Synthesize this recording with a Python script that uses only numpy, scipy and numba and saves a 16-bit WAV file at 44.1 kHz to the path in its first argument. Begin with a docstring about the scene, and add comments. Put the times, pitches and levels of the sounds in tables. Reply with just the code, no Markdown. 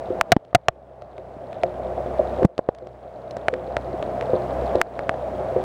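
"""Steady rain on a tree-lined street, heard from under an umbrella, a car droning far off throughout.
In the first second drops splat on the camera, ring its housing and overload the microphone's preamp;
the gain control ducks, then lets the rain swell back. Drips plop on the canopy, leaves tick faintly.
Around 2.5 s dull knocks on the camera duck the gain again, and lighter drops follow.
Near 5.2 s the wash rises a little as the far car passes on the wet road."""
import sys
import numpy as np
from scipy import signal
from scipy.fft import rfft, irfft
from scipy.io import wavfile
from numba import njit

SR = 44100
rng = np.random.default_rng(int(sys.argv[2]) if len(sys.argv) > 2 else 0)


def transcribe(u):
    """Save the signal u as a 16-bit wav file named by the first command-line argument.

    u: samples, shape (n,) or (channels, n), limited to [-1, 1]; the rate is SR.
    q: integer samples, one column per channel.
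    """
    v = np.clip(np.atleast_2d(u).T, -1, 1)
    q = np.round(v * 32767).astype(np.int16)
    wavfile.write(sys.argv[1], SR, q)


N = 248718
TIME = np.arange(N) / SR


def undb(db):
    """Decibels to gain."""
    return 10 ** (np.asarray(db) / 20)


def level(x, db):
    """Scale to an rms level."""
    return x * undb(db) / np.sqrt(np.mean(x ** 2))


def decay(t, t60):
    """An envelope that falls 60 dB in t60 seconds."""
    return np.exp(-np.log(1000) * t / t60)


def ring(hz, t60):
    """One struck mode: a sine that dies away."""
    t = TIME[:int(1.5 * t60 * SR) + 2]
    return np.sin(2 * np.pi * hz * t) * decay(t, t60)


def band_noise(low_hz, high_hz, samples):
    """White noise through a band-pass."""
    band = signal.butter(2, [low_hz, high_hz], "band", fs=SR, output="sos")
    return signal.sosfilt(band, rng.standard_normal(samples))


def wander(rate_hz):
    """Slow random drift with a spread near 1."""
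    knots = rng.standard_normal(1024)
    return np.interp(TIME * rate_hz, np.arange(len(knots)), knots)


def patter(sound, per_s, spread_db):
    """One sound struck at random times, mostly lightly, now and then harder."""
    chance, size, sign = rng.random(N), rng.exponential(size=N), rng.choice([-1, 1], N)
    impulses = (chance < per_s / SR) * sign * undb(spread_db * np.minimum(size, 5))
    return signal.oaconvolve(impulses, sound)[:N]


def strike(out, s, sound, contact_s):
    """Mix in a blow at time s; a drop pushes for a short while, which takes the edge off the sound."""
    t = np.arange(-64, 65) / SR
    push = np.exp(-(2 * t / contact_s) ** 2)
    softened = np.convolve(sound, push / push.sum())
    start = int(np.clip(s * SR - 64, 0, N - 1))
    out[start:start + len(softened)] += softened[:N - start]


# Rain and wet tyres far down the street: (frequency [Hz], relative spectral density [dB])
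WASH_SPECTRUM = [(30, -36), (48, -24), (70, -21), (130, -11.5), (220, -10.5), (330, -9.5), (480, -4),
                 (660, 3), (900, -12.5), (1350, -21.5), (1900, -28), (2800, -36), (6500, -49),
                 (15000, -52.5)]


def street_wash():
    """Countless far drops and tyre hiss merge; each octave flickers, and all swell as the car goes by."""
    hz, db = np.transpose(WASH_SPECTRUM)
    octave = np.log2(np.maximum(np.fft.rfftfreq(N, 1 / SR), 1))
    spectrum = rfft(rng.standard_normal(N)) * undb(np.interp(octave, np.log2(hz), db))
    wash = np.zeros(N)
    for centre in range(4, 16):
        band = irfft(spectrum * np.maximum(1 - abs(octave - centre), 0), N)
        flicker_db = 1.8 if centre < 11 else 0.6  # the treble comes from more drops and is smoother
        wash += band * undb(flicker_db * wander(rate_hz=48))
    pass_s, pass_width_s = 5.23, 0.44
    swell_db = 1.8 * np.exp(-((TIME - pass_s) / pass_width_s) ** 2)
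    return level(wash, db=-23.5) * undb(swell_db)


# Partials of the engine, far from the microphone: (frequency [Hz], rms level [dB])
ENGINE_PARTIALS = [(63.5, -34.5), (95, -42.5), (127, -38.5), (191, -45)]


def far_engine():
    """The car's engine drones, wavering in speed and strength."""
    engine_time = np.cumsum(1 + 0.018 * wander(rate_hz=6.5)) / SR
    drone = np.zeros(N)
    for hz, db in ENGINE_PARTIALS:
        strength = undb(4.0 * wander(rate_hz=6.9))
        drone += level(np.sin(2 * np.pi * hz * engine_time) * strength, db)
    return drone


def leaves():
    """Drops tick faintly on the street trees, the leaves sounding at four pitches."""
    foliage = np.zeros(N)
    for hz in np.geomspace(3300, 4150, num=4):
        click = ring(hz, t60=0.0024)
        foliage += patter(np.convolve(click, click), per_s=7, spread_db=1.0)
    return level(foliage, db=-58.5)


# Modes of the taut canopy, just above the microphone: (frequency [Hz], relative level [dB], t60 [s])
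CANOPY_MODES = [(93.5, -9.5, 0.11), (164, -30, 0.12), (176.7, -21.5, 0.52), (306, -35.5, 0.21),
                (367.3, -5.5, 0.4), (517.8, 7.5, 0.16), (550, -11.5, 0.043), (601.5, -3, 0.42),
                (673, -26.5, 0.18)]
# Heavy drips from the trees onto it: (time [s], canopy level [dB], panel level [dB], panel pitch [Hz])
TREE_DRIPS = [(0.104, -17, -9.5, 375), (1.185, -17.5, -21, 570), (1.6343, -9.5, 3.5, 677),
              (1.858, -20, -43, 560), (1.977, -19.5, -12.5, 713), (2.060, -18, -20, 544),
              (2.1929, -15.5, 1, 618), (2.386, -22, -19, 376), (2.421, -15, -14, 387),
              (2.821, -14.5, -32, 530), (3.051, -28, -13.5, 597), (3.53, -12, -15.5, 475),
              (3.940, -27, -14.5, 365), (4.333, -11, -16, 500), (4.753, -13, -4, 534),
              (5.405, -18, -17, 380), (5.563, -11, -19, 398)]


def umbrella():
    """Fine rain keeps the canopy murmuring; drips land at different spots and stir its modes unevenly."""
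    plops, murmur = np.zeros(N), np.zeros(N)
    spots = rng.standard_normal((len(TREE_DRIPS), len(CANOPY_MODES), 2))
    for k, (hz, mode_db, t60) in enumerate(CANOPY_MODES):
        # neighbouring modes start in opposite directions, so a plop takes a moment to build
        mode_gain = (-1) ** k * undb(mode_db)
        murmur += patter(mode_gain * ring(hz, t60), per_s=140, spread_db=7)
        for (s, canopy_db, _, _), (share, water) in zip(TREE_DRIPS, spots[:, k]):
            mode = ring(hz * (1 + 0.013 * water), t60)  # water lying on the cloth detunes it
            strike(plops, s, mode_gain * undb(canopy_db + 0.5 * share) * mode, contact_s=0.00089)
    # the struck panel gives a short tock, and the wet cloth flaps dully
    t = TIME[:SR // 8]
    for s, canopy_db, panel_db, panel_hz in TREE_DRIPS:
        panel = ring(panel_hz, t60=0.022)
        tock = np.convolve(panel, panel)  # builds over a few cycles
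        strike(plops, s, undb(panel_db) * tock / abs(tock).max(), contact_s=0.00044)
        flap = level(band_noise(260, 620, len(t)), canopy_db - 4.5)
        strike(plops, s, flap * np.exp(-t / 0.013), contact_s=0.00024)
    return plops + level(murmur, db=-33)


def tick(hz, t60):
    """The snap of contact: a very short ring, roughened by the bursting drop, then a trace of spray."""
    t = TIME[:SR // 20]
    snap = -np.sin(2 * np.pi * hz * t) * decay(t, t60)
    spatter = band_noise(0.3 * hz, min(1.15 * hz, 0.4 * SR), len(t))
    burst = undb(-8.5) * np.exp(-t / 0.0019)
    spray = undb(-31.5) * np.exp(-t / 0.005)
    return snap + spatter * (burst + spray)


def housing(blows, relative_thud_db, low_cut_hz):
    """Each blow rings two modes of the camera housing and gives the whole body a low push."""
    out = np.zeros(N)
    t = TIME[:SR // 16]
    thud = ring(hz=129.6, t60=0.03)
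    for s, db, hz, t60 in blows:
        contact_s = 0.25 / hz  # blows that ring lower are softer
        modes = ring(hz, t60) + undb(-14.5) * ring(1.8 * hz, t60)
        strike(out, s, undb(db) * modes, contact_s)
        # the spreading water jostles the housing and makes its ring uneven
        jostle = level(band_noise(0.13 * hz, 3 * hz, len(t)), db - 10.5)
        strike(out, s, jostle * decay(t, t60), contact_s)
        strike(out, s, undb(db + relative_thud_db) * thud, contact_s=0.00064)
    # so small a body gives no deep bass
    return signal.sosfilt(signal.butter(1, low_cut_hz, "high", fs=SR, output="sos"), out)


# Water knocking on the body that holds the microphone: (time [s], level [dB], pitch [Hz], t60 [s])
BODY_KNOCKS = [(.3653, 31.5, 287, 0.011), (1.3665, -10.5, 258, 0.021), (2.4315, 2.5, 313, 0.0096),
               (2.4462, 5, 198, 0.027), (2.4502, 35.5, 184, 0.022), (2.591, 23.5, 575, 0.013),
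               (2.6888, 26.5, 525, .012)]


def camera_knocks():
    """A soft blow of water rings the housing low and hardly ticks."""
    out = housing(BODY_KNOCKS, relative_thud_db=-34, low_cut_hz=131)
    for s, db, _, _ in BODY_KNOCKS:
        strike(out, s, undb(db - 15.5) * tick(hz=820, t60=0.016), contact_s=0.00005)
    return out


# Square hits on the camera, right at the microphone, from droplets to splats:
# (time [s], tick level [dB], tick pitch [Hz], ring level [dB])
DIRECT_HITS = [(0.2121, 18.5, 1370, 12.5), (0.3199, 48, 2190, 51), (0.45, -15, 3810, -20),
               (.530, -25, 4000, 5), (0.5482, 30, 1950, 53), (0.6844, 35, 1200, 32), (1.021, -12, 3430, -3),
               (1.181, -11, 2330, -8), (1.530, -13, 2410, -8.5), (1.6347, 2.5, 2100, -4),
               (2.4311, -9.5, 1300, -10), (2.45, 11, 8500, -7), (2.5799, 7, 3610, 8.5),
               (2.749, -9.5, 4400, -20), (2.786, -14, 3550, -20), (2.8712, -12.5, 4170, -6),
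               (3.3102, -9, 4250, -15), (3.368, -13.5, 5600, -2), (3.4838, 13.5, 1580, 10.5),
               (3.5393, -1, 1690, -17), (3.7677, 4.5, 1630, 3), (4.0266, -12, 2900, -5),
               (4.2111, -8.5, 1880, -15), (4.225, -17.5, 2030, -9.5), (4.4195, -36, 3700, -18),
               (4.7564, -14.5, 3470, -12), (4.8153, 18.5, 1640, 7.5), (4.992, -3, 1750, -1),
               (5.0938, 6.5, 1660, 4.5), (5.141, -25, 3400, -4.5)]


def camera_drops():
    """Each drop ticks on contact and rings the housing; stronger and lower ticks last longer."""
    ring_hz, hz_per_db, ring_t60 = 636.4, 1.34, 0.018  # harder hits ring a little higher
    blows = [(s, db, ring_hz + hz_per_db * db, ring_t60) for s, _, _, db in DIRECT_HITS]
    out = housing(blows, relative_thud_db=-19, low_cut_hz=69)
    for s, tick_db, tick_hz, _ in DIRECT_HITS:
        cycles = 4.5 * 2 ** (tick_db / 44.5)
        strike(out, s, undb(tick_db) * tick(tick_hz, t60=cycles / tick_hz), contact_s=0.00004)
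    return out


def scene():
    """Everything that reaches the one microphone under the umbrella, from far to near."""
    return (street_wash() + far_engine() + leaves() + umbrella() + camera_knocks() + camera_drops())[None]


@njit
def follow(x, attack_s, release_s, charge):
    """The gain control's capacitor charges toward x and leaks away."""
    out = np.empty(len(x))
    for i in range(len(x)):
        charge += max(x[i] - charge, 0.) / (attack_s * SR + 1) - charge / (release_s * SR)
        out[i] = charge
    return out


def record(dry):
    """The preamplifier overloads, the gain control ducks, and the recorder clips and cuts the top."""
    rail, threshold, top_hz = undb(20.0), undb(-6.0), 16000
    preamp = np.clip(dry[0], -rail, rail)
    excess = np.maximum(abs(preamp) / threshold - 1, 0)
    # a brief tick is soon forgotten; a long overload holds the gain down
    quick = follow(excess, attack_s=0.00028, release_s=0.14, charge=0.)
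    slow = follow(excess, attack_s=0.001, release_s=0.46, charge=1.8)  # still charged by earlier drops
    ducked = preamp / (1 + np.maximum(quick, slow))
    # the coupling capacitor makes flat tops droop
    coupled = signal.lfilter(*signal.butter(1, 35, "high", fs=SR), ducked)
    clipped = np.clip(coupled, -1, 1)
    # the microphone has a dip high in the treble
    dipped = signal.lfilter(*signal.iirnotch(12600, Q=3, fs=SR), clipped)
    return signal.sosfilt(signal.ellip(8, 0.2, 70, top_hz, fs=SR, output="sos"), dipped)[None]


dry = scene()
out = record(dry)
transcribe(out)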